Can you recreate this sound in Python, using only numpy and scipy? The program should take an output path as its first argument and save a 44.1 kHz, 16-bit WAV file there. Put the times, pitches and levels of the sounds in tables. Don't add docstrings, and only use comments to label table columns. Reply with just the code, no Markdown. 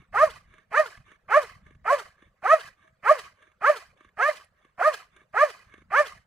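import sys
import numpy as np
from scipy import signal
from scipy.fft import rfft, irfft, next_fast_len
from scipy.io import wavfile
from scipy.ndimage import uniform_filter1d

SR = 44100
rng = np.random.default_rng(int(sys.argv[2]) if len(sys.argv) > 2 else 0)


def wav_out(sig):
    wavfile.write(sys.argv[1], SR, np.round(np.clip(np.atleast_2d(sig).T, -1, 1) * 32767).astype(np.int16))


def field_ratio(decibels):
    return 10 ** (np.asarray(decibels, dtype=float) / 20)


N = 276066

# (start [s], time to crest [s], crest level [dB], crest pitch [Hz], climb level [dB])
BARKS = [(0.119, 0.12, -12, 638.7, -19.5), (0.702, 0.1, -14.5, 630, -21), (1.277, 0.1, -11.5, 622.8, -17.5),
         (1.839, 0.096, -16, 589.2, -20), (2.416, .124, -10, 651.5, -23), (3.022, .095, -11.5, 632, -19.5),
         (3.602, 0.1, -14, 611, -18.5), (4.162, 0.13, -18, 618.8, -19.5), (4.772, 0.11, -13.5, 630.4, -23),
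         (5.326, .111, -11.5, 614.6, -20), (5.897, 0.11, -14.5, 605.7, -18.5)]
# (rush [dB], jaw push [dB], push after crest [s], breath left [dB],
# over at, after start [s])
HUFFS = [(-42.5, -48.5, .069, -58, .345), (-44.5, -47, 0.066, -58, .345), (-42.5, -45, 0.053, -56, .345),
         (-41.5, -43.5, 0.06, -60, .325), (-44, -45.5, .067, -53.5, .345), (-42, -43.5, .079, -56.5, .345),
         (-42, -45.5, .069, -60, .345), (-44, -50, 0.08, -63.5, .33), (-42.5, -40, .06, -56.5, 0.34),
         (-44, -47.5, 0.069, -60, 0.38), (-42.5, -43, .063, -59, .345)]
# (frequency [Hz], width [Hz], level [dB])
AIRWAY_OUT = [(470, 120, -14), (680, 160, -6), (1150, 200, 0), (1650, 260, -2), (2000, 200, -4),
              (2450, 220, -8), (3050, 300, -18)]
# (frequency [Hz], width [Hz], level [dB])
AIRWAY_IN = [(370, 130, -8), (1170, 150, 0), (1680, 240, 0), (2200, 220, -4), (2800, 500, -15),
             (3500, 500, -14), (6200, 1200, -27), (9300, 2500, -33)]
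# (time [s], peak level [dB], frequency [Hz])
THUDS = [(0.973, -48, 80.5), (1.541, -52.5, 96.4), (1.664, -52.5, 72.7), (1.829, -51.5, 94.9),
         (2.259, -57.5, 61.93), (2.646, -52.5, 114.3), (3.238, -53.5, 102.9), (3.881, -60, 99.1),
         (6.129, -59, 111.6)]


def evened(x):
    return x / np.sqrt(np.mean(x ** 2) + 1e-20)


def read(points, hz):
    f, value = np.transpose(points)
    return np.interp(np.log(hz + 1), np.log(f + 1), value)


def modes(table, hz):
    power = sum((field_ratio(db) / (1 + (2 * (hz - f) / width) ** 2)) ** 2 for f, width, db in table)
    return np.sqrt(power)


def drift(count, seconds):
    size = max(int(seconds * SR), 1)
    once = uniform_filter1d(rng.standard_normal(count), size)
    return evened(uniform_filter1d(once, size))


def noise(colour, patchy_db):
    hz = np.fft.rfftfreq(512, 1 / SR)
    a, b, patches = rng.standard_normal((N // 128 + 5, 257, 3)).T
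    patches = uniform_filter1d(patches, size=3, axis=0)
    patches = evened(uniform_filter1d(patches, size=6, axis=1))
    z = (a + 1j * b) * colour(hz)[:, None] * field_ratio(patchy_db * patches)
    return evened(signal.istft(z, nperseg=512, noverlap=384)[1][:N])


def add(mix, s, sound):
    part = mix[round(s * SR):][:len(sound)]
    part += sound[:len(part)]


def push(hz, turns):
    u = np.arange(2500) / SR * hz
    return np.sin(2 * np.pi * u) * u / turns * np.exp(1 - u / turns)


def hush():
    # (frequency [Hz], density [dB per Hz])
    field = [(120, -28), (200, -1), (288, -21.5), (498, -1.5), (845, -10), (1110, -5.5), (1720, -6),
             (2770, -17), (15600, -36)]
    return field_ratio(-74.5) * noise(lambda hz: field_ratio(read(field, hz)), patchy_db=5.5)


def wind():
    # (frequency [Hz], density [dB per Hz])
    rumble = [(12, -33.5), (20, -2), (72, 2.5), (103, -1), (161, -3.5), (190, -3), (330, -29.5), (430, -48),
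              (730, -120)]
    # (time [s], level [dB])
    gusts = [(0.0, -56), (0.05, -76), (0.14, -52), (0.659, -70.5), (1.18, -72.5), (1.67, -58.5),
             (2.16, -74), (2.4, -78), (3.16, -71), (3.4, -79), (3.88, -73), (4.48, -78), (4.511, -74),
             (5.53, -72.5), (5.86, -59), (6.07, -66), (6.26, -72)]
    turf_db, turf_rise_s, turf_fall_s = -1.5, 0.0092, 0.026
    size, t = next_fast_len(N), np.arange(8000) / SR
    hz = np.fft.rfftfreq(size, 1 / SR)

    def rumbling(gain):
        return irfft(rfft(rng.standard_normal(size)) * field_ratio(read(rumble, hz)) * gain, size)[:N]

    shared = rumbling(1)
    apart = rumbling(np.minimum(hz / 150, 1))
    lumps = field_ratio(np.interp(np.arange(N) / SR, *np.transpose(gusts)))
    shake = (1 - np.exp(-t / turf_rise_s)) * np.exp(-t / turf_fall_s)
    for s, db, _ in THUDS:
        add(lumps, s, field_ratio(db + turf_db) * shake)
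    pair = evened(shared) + 0.22 * evened(apart) * np.array([[1], [-1]])
    return lumps * field_ratio(3.2 * drift(N, 0.014)) * pair


def trees(x):
    t = np.arange(SR) / SR
    ground = field_ratio(-16.5 - 60 * t / 0.13) * (t > 0.006)
    tree_line = field_ratio(-62 - 60 * abs(t - 0.33) / 0.4) * (t > 0.24)
    sparse = rng.choice([-1., 1.], (2, SR)) * (rng.random((2, SR)) < 2000 / SR)
    taps = sparse * (ground + tree_line) * 0.22
    return signal.fftconvolve(x[None], taps, axes=1)[:, :N]


def flaps():
    # (time [s], peak level [dB], low thump relative level [dB])
    lips = [(0.0198, -58.5, 0), (0.5397, -47.5, -12.5), (0.5828, -48.5, -16), (0.9742, -48.5, -37),
            (1.1173, -45.5, -5.5), (1.6657, -51, -3.5), (1.707, -55.5, 7.5), (1.7502, -56.5, -1.5),
            (2.2234, -50.5, 2.5), (2.8324, -59, -6.5), (2.876, -54, -15.5), (3.425, -48, -30.5),
            (3.476, -65, 5.5), (3.518, -57, -22), (3.9736, -56.5, -18.5), (4.0076, -50, -2.5),
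            (4.0475, -49.5, -3.5), (4.09, -57, -11), (4.3524, -48.5, -26), (4.6488, -52, 0),
            (4.6977, -71, 1), (5.165, -47.5, -23.5), (5.215, -56, 1.5), (5.7392, -43.5, -1.5),
            (5.7794, -52, 3.5), (5.8191, -55.5, 4)]
    # (time [s], peak level [dB], frequency [Hz])
    tag = [
        (4.3656, -66, 9000),
        (4.445, -58, 11000),
        (5.1636, -62.5, 9700),
    ]
    out, t = np.zeros(N), np.arange(1500) / SR
    colour = modes(AIRWAY_IN, np.fft.rfftfreq(1500, 1 / SR))
    burst = t / 0.003 * np.exp(1 - t / 0.003)
    for (s, db, thump_db), grit in zip(lips, rng.standard_normal((len(lips), 1500))):
        wet = evened(irfft(rfft(grit) * colour))
        add(out, s - 0.002, field_ratio(db - 4) * wet * burst)
        add(out, s + 0.002, field_ratio(db + thump_db) * push(330, turns=0.4))
    for s, db, hz in THUDS:
        add(out, s, field_ratio(db - 1.5) * push(hz, turns=0.29))
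    for start, *_ in BARKS:
        add(out, start + 0.012, field_ratio(-48.5) * push(170, turns=0.22))
    for s, db, hz in tag:
        pair = np.sin(2 * np.pi * hz * t) + 0.7 * np.sin(2 * np.pi * 0.74 * hz * t)
        add(out, s, field_ratio(db) * np.exp(-t / 0.0042) * np.minimum(t / 0.001, 1) * pair)
    return out


def huff(start, crest_s, rush_db, push_db, push_s, left_db, over_s):
    start_db, onset_s, onset_db, rush_lead_s = -83, 0.032, -55, 0.0049
    lull_s, lull_db, push_fall_s, push_fall_db = 0.019, -54, 0.018, -9
    left_s, stop_s, stop_db, end_db = 0.068, 0.037, 9, -82.5
    jaws_s = crest_s + push_s
    s = [0, onset_s, crest_s - rush_lead_s, jaws_s - lull_s, jaws_s, jaws_s + push_fall_s,
         jaws_s + left_s, over_s - stop_s, over_s]
    db = [start_db, onset_db, rush_db, max(lull_db, push_db - 12.0), push_db,
          max(push_db + push_fall_db, left_db), left_db, end_db + stop_db, end_db]
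    return start + np.maximum.accumulate(s), db


def breath(folds):
    # (frequency [Hz], width [Hz], level [dB])
    teeth = [(2600, 1800, -9), (3010, 240, 1), (4310, 1300, -3.5), (5160, 710, -4.5), (6045, 2700, -9),
             (9080, 6000, -12.5), (14300, 1300, -21)]
    # (middle [s], half length [s], level [dB])
    gasps = [(.01, 0.062, -64.5), (0.552, 0.11, -62), (1.109, 0.07, -56.5), (1.684, 0.065, -63),
             (2.23, 0.082, -65), (2.837, 0.081, -64.5), (3.432, 0.092, -62.5), (4.029, 0.082, -64),
             (4.637, 0.088, -68), (5.177, 0.08, -61.5), (5.747, 0.096, -60)]
    t, out_db, late = np.arange(N) / SR, np.full(N, -120.), np.zeros(N)
    for (start, crest_s, *_), air_row in zip(BARKS, HUFFS):
        s, db = huff(start, crest_s, *air_row)
        inside = (t >= s[0]) & (t < s[-1])
        out_db[inside] = np.interp(t[inside], s, db)
        late[inside] = np.clip((t[inside] - s[0] - 0.11) / 0.11, 0, 1)
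    hiss = noise(lambda hz: modes(teeth, hz), patchy_db=2.2)
    shaded = signal.sosfilt(signal.butter(1, 5000, fs=SR, output="sos"), hiss)
    hiss = (hiss + 0.4 * late * (1.3 * shaded - hiss)) * (1 + 0.35 * folds)
    air = noise(lambda hz: modes(AIRWAY_OUT, hz), patchy_db=5.0)
    air = field_ratio(10.5) * (0.074 + 0.65 * late) * air
    s, half_s, db = np.transpose(gasps)[:, :, None]
    coarse_t = t[::64]
    swell = (field_ratio(db) * np.clip(1 - ((coarse_t - s) / half_s) ** 2, 0, 1)).sum(0)
    gasp = np.interp(t, coarse_t, swell) * noise(lambda hz: modes(AIRWAY_IN, hz), patchy_db=3.5)
    flutter = field_ratio(1.5 * drift(N, 0.006))
    return flutter * (uniform_filter1d(field_ratio(out_db), size=150) * (hiss + air) + gasp)


def sweeps():
    sweep_s, from_hz, to_hz, wander_s, sweep_db = 0.041, 2300, 4020, 0.001, -1.5
    out, hz = np.zeros(N), np.linspace(from_hz, to_hz, round(sweep_s * SR))
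    glide = np.sin(2 * np.pi * np.cumsum(hz) / SR) * np.hanning(len(hz))
    for (start, crest_s, *_), (_, push_db, push_s, *_) in zip(BARKS, HUFFS):
        band = drift(len(hz), wander_s) * glide
        add(out, start + crest_s + push_s - 0.6 * sweep_s, field_ratio(push_db + sweep_db) * band)
    return out


def splits():
    # (time [s], length [s], from [Hz], to [Hz], level [dB])
    tones = [
        (1.891, 0.065, 773, 586, -26),
        (4.193, 0.04, 681, 762, -30.5),
        (4.289, 0.022, 2193, 1910, -33.5),
    ]
    out = np.zeros(N)
    for s, length_s, from_hz, to_hz, db in tones:
        hz = np.linspace(from_hz, to_hz, round(length_s * SR))
        tone = np.hanning(len(hz)) * np.sin(2 * np.pi * np.cumsum(hz) / SR)
        add(out, s, field_ratio(db + 4.5) * tone)
    return out


def gesture(start, crest_s, crest_db, crest_hz, climb_db, mouth, pace):
    # (after start [s], voice re climb [dB], share of knee pitch [1], overtone lift [dB], upper lift [dB])
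    climb = [(0, -42.5, 0.74, -11, 9.5), (0.013, -29, 0.67, -1, 4.5), (.029, -11.5, 0.99, 4.5, -6.5),
             (0.041, -2.5, 0.97, 6.5, -5)]
    # (after crest [s], voice re crest [dB], share of crest pitch [1], overtone lift [dB], upper lift [dB])
    fall = [(0, 0, 1.0, -13.5, 3.5), (.018, -13, 0.95, -5, 10), (.036, -25.5, .89, 5, -5)]
    # (voice [dB], hoarseness [dB])
    hoarse_by_voice = [(-55.5, 4.5), (-34.5, -0.5), (-24.5, -13), (-14, -20.5)]
    bark_s, spent_db = 0.195, -9.5
    lift_db, upper_db, crest_lift_db, crest_upper_db, hoarse_db = mouth
    onset_db, knee_hz, shoulder_hz, brink, release_db = pace
    up = [(s, climb_db + db + onset_db, knee_hz * share, a, b) for s, db, share, a, b in climb]
    shoulder = (0.068, climb_db, shoulder_hz, 5 + lift_db, 1 + upper_db)
    before = (crest_s - 0.022, crest_db - 3.5, crest_hz * brink, 4.5 + crest_lift_db, 1 + crest_upper_db)
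    down = [(crest_s + s, crest_db + db + release_db * (s > 0), crest_hz * share, a, b + crest_upper_db / 2)
            for s, db, share, a, b in fall]
    last = (bark_s, -48.5, 357, -17, 2.5)
    s, voice_db, hz, lift, upper = np.transpose(up + [shoulder, before] + down + [last])
    spent = np.clip((s - crest_s) / (bark_s - crest_s), 0, 1) ** 1.3
    hoarse = np.interp(voice_db, *np.transpose(hoarse_by_voice)) + hoarse_db + spent_db * spent
    return np.transpose([start + np.maximum.accumulate(s), voice_db, hz, lift, upper, hoarse])


def bark(rows):
    # (frequency [Hz], width [Hz], level [dB])
    throat = [(686, 141, 12.5), (1299, 362, 11), (1774, 590, -0.5), (2630, 120, -16.5), (3130, 310, -38),
              (4750, 230, -39), (5900, 1500, -29)]
    s, *columns = np.transpose(rows)
    t = np.arange(s[0], s[-1], 1 / SR)
    voice_db, hz, lift_db, upper_db, hoarse_db = (np.interp(t, s, c) for c in columns)
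    shaky = field_ratio(hoarse_db + 19.5)
    waver = 1 + 0.0042 * np.minimum(shaky, 5) * drift(len(t), 0.0025)
    hz = uniform_filter1d(hz, size=400) * waver
    turns, k = np.cumsum(hz) / SR, np.arange(1, 16)[:, None]
    gains = modes(throat, k * hz) * field_ratio(lift_db * (k > 1) + upper_db * (k > 2))
    gains = gains / np.clip(shaky, 1, 4) ** (0.5 * np.sqrt(k - 1))
    tremble = [1.6 * drift(len(t), 0.005) * np.sqrt(np.clip(shaky, 1, 9)) for _ in k]
    flicker = field_ratio(tremble * np.minimum(k, 2) / 2)
    overtones = gains * flicker * np.cos(2 * np.pi * k * turns - 0.8 * k)
    clear = -np.sqrt(2) * overtones.sum(0)
    clear = clear / uniform_filter1d(np.linalg.norm(gains, axis=0), size=1100)
    puffs = (0.4 + np.exp(-(turns % 1) / 0.3)) * rng.standard_normal(len(t))
    f, _, z = signal.stft(puffs, SR, nperseg=256)
    airway = modes(AIRWAY_OUT, f) / (1 + (f / 3300) ** 8)
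    hoarse = signal.istft(z * airway[:, None], SR, nperseg=256)[1][:len(t)]
    shimmer = field_ratio(0.5 * np.minimum(shaky, 4) * drift(len(t), 0.009))
    clear = clear * shimmer * np.clip((t[-1] - t) / 0.022, 0, 1)
    sound = field_ratio(voice_db) * (clear + field_ratio(hoarse_db) * evened(hoarse))
    sound = sound * signal.windows.tukey(len(t), 0.12)
    sound = signal.sosfilt(signal.butter(6, 345, "high", fs=SR, output="sos"), sound)
    beat = np.cos(2 * np.pi * turns) / np.maximum(shaky, 1)
    return s[0], sound, beat


def ports(x, other):
    # (frequency [Hz], share [1])
    common = [(60, .97), (300, .9), (1400, .8), (3000, .75), (7000, .75), (15000, .72)]
    # (frequency [Hz], level [dB])
    tilt = [(100, -0.2), (380, 0.8), (700, -3), (1290, -1.5), (2380, -8), (4400, 1), (8600, 9), (12000, -5)]
    # (frequency [Hz], phase [rad])
    lead = [(100, -.45), (850, -.62), (1200, -.5), (2400, -.6), (3000, .43), (4700, .95), (5600, 4.7),
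            (7500, 6), (10000, 5.9), (14000, 6.8)]
    size = next_fast_len(N)
    hz = np.fft.rfftfreq(size, 1 / SR)
    same = np.clip(read(common, hz), 0, 1)
    lean = field_ratio(read(tilt, hz) / 2) * np.exp(0.5j * read(lead, hz))
    mid = rfft(x, size) + np.sqrt(same) * rfft(other[0], size)
    side = np.sqrt(1 - same) * rfft(other[1], size)
    return irfft(np.array([(mid + side) * lean, (mid - side) / lean]), size)[:, :N]


def scene():
    # (climb overtones [dB], climb upper ones [dB], crest overtones [dB],
    # crest upper ones [dB], hoarseness [dB])
    mouths = [(4.5, -6, 0.5, -7, 0), (-5.5, 10, -0.5, 6.5, 0), (4.5, -2, -3.5, -0.5, 1.5),
              (8.5, -11, 5.5, -15, 1.5), (-3, -3.5, 2.5, 0.5, -2), (1.5, 0, 5.5, -13.5, 1.5),
              (-1, 2.5, 1, -3, 1), (-4.5, 4, 5, 1, -2), (-6.5, 4, 1, -4, -0.5), (-2.5, 3, 5, -6, -1),
              (2, -0.5, -1, 5, 0.5)]
    # (onset [dB], knee pitch [Hz], shoulder pitch [Hz],
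    # share of crest pitch just before it [1], release [dB])
    paces = [(-4.5, 413, 515, 0.94, -3), (-1.5, 436, 572, 0.96, -0.5), (-0.5, 425, 550, .91, -2),
             (-0.5, 443, 532, .92, 1), (1.5, 386, 518, 0.97, -2), (-1, 420, 545, .88, -2),
             (-2.5, 418, 541, .94, 0), (-3, 435, 536, .98, -4), (1.5, 360, 542, .96, 1),
             (-1.5, 425, 545, 0.95, -2.5), (-0.5, 403, 536, 0.96, -2)]
    voice, folds = splits(), np.zeros(N)
    for row, mouth, pace in zip(BARKS, mouths, paces):
        s, sound, beat = bark(gesture(*row, mouth, pace))
        add(voice, s, sound)
        add(folds, s, beat)
    airs = [breath(folds) + hush() for _ in "ab"]
    return ports(voice + flaps() + sweeps(), airs) + trees(voice) + wind()


def roll_off(x):
    return signal.sosfilt(signal.butter(12, 15800, fs=SR, output="sos"), x)


def record(dry):
    return roll_off(dry)


dry = scene()
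out = record(dry)
wav_out(out)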